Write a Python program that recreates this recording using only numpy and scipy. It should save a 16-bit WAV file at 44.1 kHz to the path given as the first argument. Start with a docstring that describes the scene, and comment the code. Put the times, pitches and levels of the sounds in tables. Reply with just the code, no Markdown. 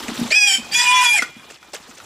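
"""A young pig squeals twice, close to a stereo microphone, in a wooden pen under a low roof.
Its voice has two oscillators, a low tone and a piercing whistle: locked at 1:3 in the first squeal,
running free in the second. Low grunts lead in; trotters knock on the planks, snouts snuffle and the
herd shuffles behind. The pen reflects voices and knocks, and the trees outside faintly echo the squeals.
The recorder's gain control flattens the peaks."""
import sys
import numpy as np
from scipy import signal
from scipy.io import wavfile
from scipy.ndimage import uniform_filter1d

SR = 44100
rng = np.random.default_rng(int(sys.argv[2]) if len(sys.argv) > 2 else 0)


def unload_wav(signal):
    """Save mono or channel-first audio to the path in sys.argv[1] as 16-bit WAV at rate SR, clipped to [-1, 1]."""
    wavfile.write(
        sys.argv[1],
        SR,
        np.round(np.clip(np.atleast_2d(signal).T, -1, 1) * 32767).astype(np.int16),
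    )


N = 90404
T = np.arange(N) / SR
JITTER, JITTER_HZ, FLUTTER_DB, FLUTTER_HZ = 0.01434, 171, 13, 102   # the voice at roughness 1
GRUNT_TAIL_S = 0.0058

# First squeal, near the microphone: (time [s], whistle pitch [Hz], level [dB])
FIRST_SQUEAL = [(.303, 1960, -9.5), (.316, 2258, -21.5), (.325, 2384, -9.5), (.342, 2418, -16.5),
                (.364, 2542, -6.5), (.405, 2481, -9.5), (.435, 2469, -5), (.462, 2462, -10),
                (.487, 2402, -9), (.505, 2346, -15.5), (.522, 2297, -13), (.551, 2355, -15.5),
                (.565, 2284, -23.5), (.58, 2303, -25)]
# Its hoarseness: (time [s], roughness [0 = clean])
FIRST_HOARSENESS = [(.3, 1.19), (.33, 0.46), (.36, 0.12), (.41, 0.03), (.455, 0.18), (.49, 0.25),
                    (.53, 0.28), (.58, 0.52)]
# Its harmonics, from the first up: (level before the break [dB], level after [dB])
LOCKED_HARMONICS = [(-28, -20), (-22, -22), (0, -10.5), (-14.5, -4), (-30.5, -27), (-10, -16.5),
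                    (-13.5, -11), (-29, -29), (-23.5, -12.5), (-22.5, -11.5), (-34, -27), (-42, -22.5),
                    (-34.5, -24), (-44, -36), (-52, -32), (-38, -31), (-57, -38)]
# Gruff rasps at its start: (time [s], length [s], level [dB])
ONSET_RASPS = [(.306, 0.021, -27), (.335, 0.0082, -40)]
def first_squeal(lock_at_s=.358, scoop_per_s=7.5, break_at_s=0.4707, break_s=0.022, rasp_hz=520):
    """The low tone scoops up and locks to a third of the whistle; then the voice breaks, hoarse."""
    hz, db = in_time(FIRST_SQUEAL)
    rough, = in_time(FIRST_HOARSENESS)
    broken = np.clip((T - break_at_s) / break_s + .5, 0, 1)   # energy moves up a harmonic
    whistle = oscillator(hz, JITTER * rough)
    flat_share = np.clip(scoop_per_s * (lock_at_s - T), 0, .5)
    low = (whistle - 2 * np.pi * np.cumsum(hz * flat_share) / SR) / 3
    voice = from_db(-4.5) * rough * breath(low)
    for order, (before, after) in enumerate(LOCKED_HARMONICS, start=1):
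        m, n = divmod(order, 3)
        harmonic_db = before + (after - before) * broken + (n != 0) * coupling_db(FIRST_SQUEAL)
        voice += partial(m * whistle + n * low, harmonic_db, rough, order)
    rasp = rms_one(filtered(rng.standard_normal(N), [0.85 * rasp_hz, 1.3 * rasp_hz], "band"))
    return gate(FIRST_SQUEAL) * from_db(db) * voice + puffs(ONSET_RASPS, GRUNT_TAIL_S) * rasp


# Second squeal, same spot: (time [s], whistle pitch [Hz], whistle level [dB], overtone level [dB])
SECOND_SQUEAL = [(.712, 2320, -35, -33), (.735, 2391, -30, -23.5), (.752, 2420, -13, -22.5),
                 (.77, 2460, -11.5, -18), (.8, 2427, -18.5, -15), (.83, 2530, -15, -21),
                 (.87, 2436, -11, -18), (.915, 2454, -6, -15), (.935, 2376, -19, -18),
                 (.97, 2404, -12, -14.5), (1.0, 2402, -12.5, -17), (1.033, 2487, -15, -19),
                 (1.066, 2404, -11.5, -15.5), (1.1, 2408, -11, -20), (1.125, 2386, -5.5, -22),
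                 (1.148, 2463, -14, -21), (1.17, 2374, -13, -25), (1.184, 2304, -22, -19),
                 (1.194, 2092, -10.5, -28.5), (1.213, 1959, -31, -37.5)]
# Its low tone: (time [s], pitch [Hz], level [dB])
FREE_LOW_TONE = [(0.72, 790, -36), (0.744, 854, -49.5), (0.754, 944, -35.5), (0.816, 974.2, -24),
                 (0.964, 1012, -11), (1.022, 989, -15), (1.032, 1011, -15), (1.04, 960, -30),
                 (1.07, 965.3, -15.5), (1.09, 966, -35), (1.134, 846, -39), (1.146, 856, -24.5),
                 (1.168, 818, -35), (1.188, 706, -29.5), (1.205, 665, -50)]
# Its hoarseness: (time [s], roughness [0 = clean])
SECOND_HOARSENESS = [(.715, 0.84), (.77, 0.26), (.83, 0.56), (.89, .3), (.935, 0.37), (.98, 0.21),
                     (1.04, 0.54), (1.11, 0.1), (1.16, 0.57), (1.2, 0.72)]
# Sum and difference tones: (whistle multiple [-], low-tone multiple [-])
MIX_TONES = [(0, 2), (0, 3), (1, -1), (1, 1), (1, 2), (-1, 4), (2, -2), (2, -1), (2, 0), (2, 1), (2, 2),
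             (1, 3), (1, 4), (3, 0), (3, 1), (3, 2), (4, 0), (4, 1), (4, 2), (5, 0), (5, 1), (6, 0)]
# For each: (level against the overtones [dB], share of the low tone's level swing [-])
MIX_BALANCE = [(-17, 0.21), (-23, 0.59), (-20, -0.093), (-4, -0.12), (-28, -0.081), (-30.5, 0.64),
               (-20.5, 0.69), (-21, 0.003), (-10.5, -0.24), (-11, -0.098), (-16.5, -0.34), (-21, -0.31),
               (-25.5, 0.26), (-21, -0.61), (-16, -0.05), (-29, -0.28), (-22, 0.14), (-20, -0.85),
               (-26.5, -0.35), (-38, -0.18), (-32, -0.6), (-37, -0.73)]
def second_squeal(waver=.005, waver_hz=20.8, sway_db=5, sway_hz=12, rattle_at_s=1.165, rattle_hz=150):
    """Whistle and low tone run free and beat into sum and difference tones, ending in a coarse rattle."""
    whistle_hz, whistle_db, overtone_db = in_time(SECOND_SQUEAL)
    low_hz, low_db = in_time(FREE_LOW_TONE)
    rough, = in_time(SECOND_HOARSENESS)
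    overtone_db += 0.5 * np.exp(-((T - 1.117) / 0.019) ** 2)   # a last effort brightens the call
    whistle = oscillator(whistle_hz * (1 + waver * rough * drift(waver_hz)), JITTER * rough)
    low = oscillator(low_hz * (1 + waver * rough * drift(waver_hz)), JITTER * rough)
    swing_db = low_db - np.mean(np.array(FREE_LOW_TONE)[:, 2])
    voice = partial(whistle, whistle_db - 4.13, .5 * rough) + partial(low, low_db - 1, 0.51 * rough)
    for (m, n), (db, share) in zip(MIX_TONES, MIX_BALANCE):
        mix_db = overtone_db + db + share * swing_db + (n != 0) * coupling_db(SECOND_SQUEAL)
        mix_db += sway_db * drift(sway_hz)
        voice += partial(m * whistle + n * low, mix_db, rough, order=2 * abs(m) + abs(n))
    rattle_depth = 0.2 * np.clip((T - rattle_at_s) / 0.036, 0, 1)
    rattle = 1 + rattle_depth * np.sin(oscillator(rattle_hz, jitter=.15))
    voice += from_db(overtone_db + 0.5) * rough * breath(low)
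    return gate(SECOND_SQUEAL) * rattle * voice


def oscillator(hz, jitter):
    """Phase of a vibration whose pitch trembles."""
    return 2 * np.pi * np.cumsum(hz * (1 + jitter * drift(JITTER_HZ))) / SR


def partial(phase, db, rough, order=0, smear_rad=.14):
    """One tone of the voice; roughness makes it flutter and smears the higher orders most."""
    flutter = from_db(FLUTTER_DB * rough * np.tanh(drift(FLUTTER_HZ)))
    smear = smear_rad * order * rough * drift(2 * FLUTTER_HZ)
    return np.sqrt(2) * from_db(db) * flutter * np.sin(phase + smear + rng.uniform(0, 2 * np.pi))


def coupling_db(call, start_db=-24.5, swell_s=0.036):
    """The whistle leads; overtones that involve the low tone swell in after it."""
    return start_db * np.clip(1 - (T - call[0][0]) / swell_s, 0, 1)


def gate(call, attack_s=0.012, release_s=0.0042):
    """Opens at the start of a call and dies away after its end."""
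    return np.clip((T - call[0][0]) / attack_s, 0, 1) * np.exp(-np.maximum(T - call[-1][0], 0) / release_s)


# Resonances of the pig's throat: (frequency [Hz], width [Hz], level [dB])
THROAT_BANDS = [(1835, 150, 3.5), (2500, 170, 0), (2920, 550, 0), (5510, 300, -1), (7480, 500, -1.5),
                (11100, 1200, -30)]
def breath(phase, low_cut_hz=1380):
    """Turbulence chopped by each cycle and coloured by the throat."""
    rush = rng.standard_normal(N) * (1 + 0.23 * np.cos(phase))
    throat = np.zeros(N)
    for k, (hz, width, db) in enumerate(THROAT_BANDS):
        band = filtered(rush, [hz - width / 2, hz + width / 2], "band", order=1)
        throat += (-1) ** k * from_db(db) * band
    return rms_one(filtered(throat, low_cut_hz, "high", order=4)) * from_db(2 * drift(40))


# Low grunts inside the pen: (time [s], length [s], level [dB])
PEN_GRUNTS = [(.081, 0.02, -25.5), (.113, 0.012, -27), (.18, 0.025, -24.5), (.212, 0.0082, -15.5),
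              (.225, 0.011, -20.5), (.24, 0.028, -28.5), (.576, 0.035, -32.5), (.665, 0.017, -44.5),
              (1.364, 0.0068, -37.5), (1.888, 0.0082, -42)]
def grunts(pitch_hz=240, rasp_db=-12):
    """Short closed-mouth grunts: one wavering nasal tone with a low rasp."""
    tone = np.sqrt(2) * np.sin(oscillator(pitch_hz, jitter=.05))
    rasp = rms_one(filtered(rng.standard_normal(N), [130, 380], "band"))
    return puffs(PEN_GRUNTS, GRUNT_TAIL_S) * (tone + from_db(rasp_db) * rasp)


# Trotters striking the pen's planks: (time [s], level [dB])
TROTTER_KNOCKS = [(1.2219, -5.5), (1.2261, -11), (1.257, -38), (1.434, -64), (1.503, -33.5), (1.628, -30.5),
                  (1.912, -30.5), (2.001, -27.5)]
# Modes of a plank: (frequency [Hz], level [dB], time to fall 60 dB [s])
PLANK_MODES = [(253, -19, 0.036), (522, -28, 0.033), (774, -20, 0.036), (1307, -6, 0.019), (1467, -9, .05),
               (1920, -12.5, 0.029), (2532, -11.5, 0.025), (3320, -19, 0.051), (5940, -20.5, .025)]
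def knocks(crack_db=-10, crack_s=0.0062):
    """Each knock is a brief crack and rings the plank's modes."""
    out = np.zeros(N)
    for start, db in TROTTER_KNOCKS:
        age = np.maximum(T - start, 0)
        ring = sum((-1) ** k * from_db(level + rng.normal() - 60 * age / t60) * np.sin(2 * np.pi * hz * age)
                   for k, (hz, level, t60) in enumerate(PLANK_MODES))
        crack = filtered(rng.standard_normal(N), 6100, "low") * np.exp(-age / crack_s) * (T > start)
        out += from_db(db) * (ring + from_db(crack_db) * crack)
    return filtered(out, 235, "high")


# Snuffles and scuffs, dry at the microphone: (time [s], length [s], level [dB])
SNUFFLES = [(.08, 0.0087, -27), (.145, 0.048, -34), (.18, 0.017, -35), (1.497, 0.011, -36),
            (1.54, 0.015, -49), (1.732, 0.011, -27), (1.966, 0.024, -40.5)]
# Their colour: (frequency [Hz], band gain [dB])
SNUFFLE_BANDS = [(240, -37), (400, -1), (1250, -5.5), (2700, -1.5), (4200, -9), (5110, -3.5), (7700, -9),
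                 (9960, -23), (10900, -18), (15000, -27)]
def snuffles():
    """Snouts let out short puffs of hiss."""
    return puffs(SNUFFLES, tail_s=0.025) * banded_noise(SNUFFLE_BANDS, patchy_db=5.5, flicker_hz=90)


# The herd moving about in the background: (time [s], level [dB])
HERD_LEVEL = [(0, -28.5), (.07, -34), (.13, -34), (.24, -29.5), (.3, -34), (.38, -43.5), (.65, -37.5),
              (1.25, -41), (1.34, -48), (1.45, -44), (1.56, -48.5), (1.6, -55.5), (1.64, -47),
              (1.71, -47.5), (1.8, -46), (1.86, -46), (1.92, -43), (1.96, -49.5), (2.04, -42)]
# Its colour: (frequency [Hz], band gain [dB])
HERD_BANDS = [(18, -46), (30, -12), (114, -7.5), (284, -4.5), (691, -8.5), (945, -3), (1440, -8.5),
              (2300, -10), (3680, -9), (4540, -12.5), (7650, -14.5), (8500, -21), (15500, -27.5)]
def shuffling():
    """Trotters shuffle on the planks: broad, patchy noise that swells and sinks."""
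    db, = in_time(HERD_LEVEL)
    return from_db(db) * banded_noise(HERD_BANDS, patchy_db=3.0, flicker_hz=32.4)


# Low background of the place: (frequency [Hz], band gain [dB])
RUMBLE_BANDS = [(25, -29), (65, 39), (110, 4.5), (250, 6.5), (600, -31), (3000, -30)]
def rumble():
    """A very faint rumble lies under everything."""
    return from_db(-82.5) * banded_noise(RUMBLE_BANDS, patchy_db=2, flicker_hz=6)


# Likeness of the microphone's two sides: (frequency [Hz], left-right correlation [-])
STEREO_LIKENESS = [(40, 0.72), (250, 0.92), (1500, 1), (4000, 1), (8000, 0.8), (14000, 0.94)]
def banded_noise(spectrum, patchy_db, flicker_hz):
    """Half-octave bands of stereo noise, each with its own flicker; rms 1."""
    edges = 22 * 2 ** np.arange(0, 9.6, .5)
    shared_flicker = drift(flicker_hz)
    white = rng.standard_normal((2, 2, N))
    out = np.zeros((2, N))
    for k, (low, high) in enumerate(zip(edges, edges[1:])):
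        mid, side = filtered(white[k % 2], [low, high], "band")
        hz = np.sqrt(low * high)
        alike = np.clip(at_hz(STEREO_LIKENESS, hz), -1, 1)
        gain = from_db(at_hz(spectrum, hz) + patchy_db * (0.35 * shared_flicker + drift(flicker_hz)))
        out += gain * (np.sqrt(1 + alike) * mid + np.sqrt(1 - alike) * side * [[1], [-1]])
    return rms_one(out)


def pen(x, t60_s=0.19, build_s=0.0013, reflections_db=-9):
    """Direct sound plus dense reflections from the planks and low roof around the microphone."""
    age = T[:SR // 2]
    tails = filtered(rng.standard_normal((2, len(age))), 16400, "low", order=1)
    tails *= from_db(-60 * age / t60_s) * (1 - np.exp(-age / build_s))
    # A close reflection makes the treble differ between the microphone's two ports.
    spread = from_db(-6.5) * np.interp(T - 0.00038, T, filtered(x, 7200, "high"))
    return x + from_db(reflections_db) * reverberate(x, tails) + spread * [[1], [-1]]


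def woods(x, t60_s=1.73, centre_hz=3030, echo_db=-36):
    """A long thin tail scattered back from the trees, farther off."""
    tails = filtered(rng.standard_normal((2, N)), [centre_hz / np.sqrt(2), centre_hz * np.sqrt(2)], "band")
    return from_db(echo_db) * reverberate(x, tails * from_db(-60 * T / t60_s))


def reverberate(x, tails, width=0.16):
    """Stereo echo from a mid tail and a side tail."""
    mid, side = [signal.fftconvolve(x, tail / np.linalg.norm(tail))[:N] for tail in tails]
    return mid + width * side * [[1], [-1]]


def puffs(rows, tail_s):
    """Each puff swells for half its length, holds, then dies away."""
    return sum(from_db(db) * np.clip(2 * (T - start) / length, 0, 1)
               * np.exp(-np.maximum(T - start - 0.75 * length, 0) / tail_s) for start, length, db in rows)


def drift(hz):
    """Smooth random wander of spread 1."""
    pole = np.exp(-16 * np.pi * hz / SR)
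    slow = signal.lfilter([1], [1, -2 * pole, pole * pole], rng.standard_normal(N // 8 + 4002))[4000:]
    return np.interp(np.arange(N) / 8, np.arange(len(slow)), rms_one(slow))


def filtered(x, hz, kind, order=2):
    """Butterworth filter."""
    return signal.sosfilt(signal.butter(order, np.clip(hz, 10, .47 * SR), kind, fs=SR, output="sos"), x)


def in_time(rows):
    """Each column of a curve at every sample."""
    times, *columns = np.transpose(rows)
    return [np.interp(T, times, column) for column in columns]


def at_hz(points, hz):
    """Read a spectrum on a log-frequency axis."""
    return np.interp(np.log(hz), np.log(np.array(points)[:, 0]), np.array(points)[:, 1])


def from_db(db):
    """Decibels to gain."""
    return 10 ** (np.asarray(db) / 20)


def rms_one(x):
    """Scale to unit rms."""
    return x / np.sqrt(np.mean(x ** 2) + 1e-20)


def scene():
    """At the microphone: voices and knocks in the pen, over the shuffling herd."""
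    background = shuffling() + snuffles() + rumble()
    squeals = first_squeal() + second_squeal()
    return pen(squeals + grunts() + knocks()) + woods(squeals) + background


def record(dry, limit_db=-13.5, share=0.66, window_s=0.0056, release_db_per_s=128, cutoff_hz=15300):
    """The recorder's gain control flattens the squeals; the top is cut steeply."""
    power = uniform_filter1d(np.mean(dry ** 2, axis=0), int(window_s * SR))
    excess_db = np.maximum(10 * np.log10(np.abs(power) + 1e-12) - limit_db, 0)
    fall_db = release_db_per_s * T
    held_db = np.maximum.accumulate(excess_db + fall_db) - fall_db
    top_cut = signal.ellip(10, .1, 80, cutoff_hz, fs=SR, output="sos")
    return signal.sosfilt(top_cut, dry * from_db(-share * held_db))


dry = scene()
out = record(dry)
unload_wav(out)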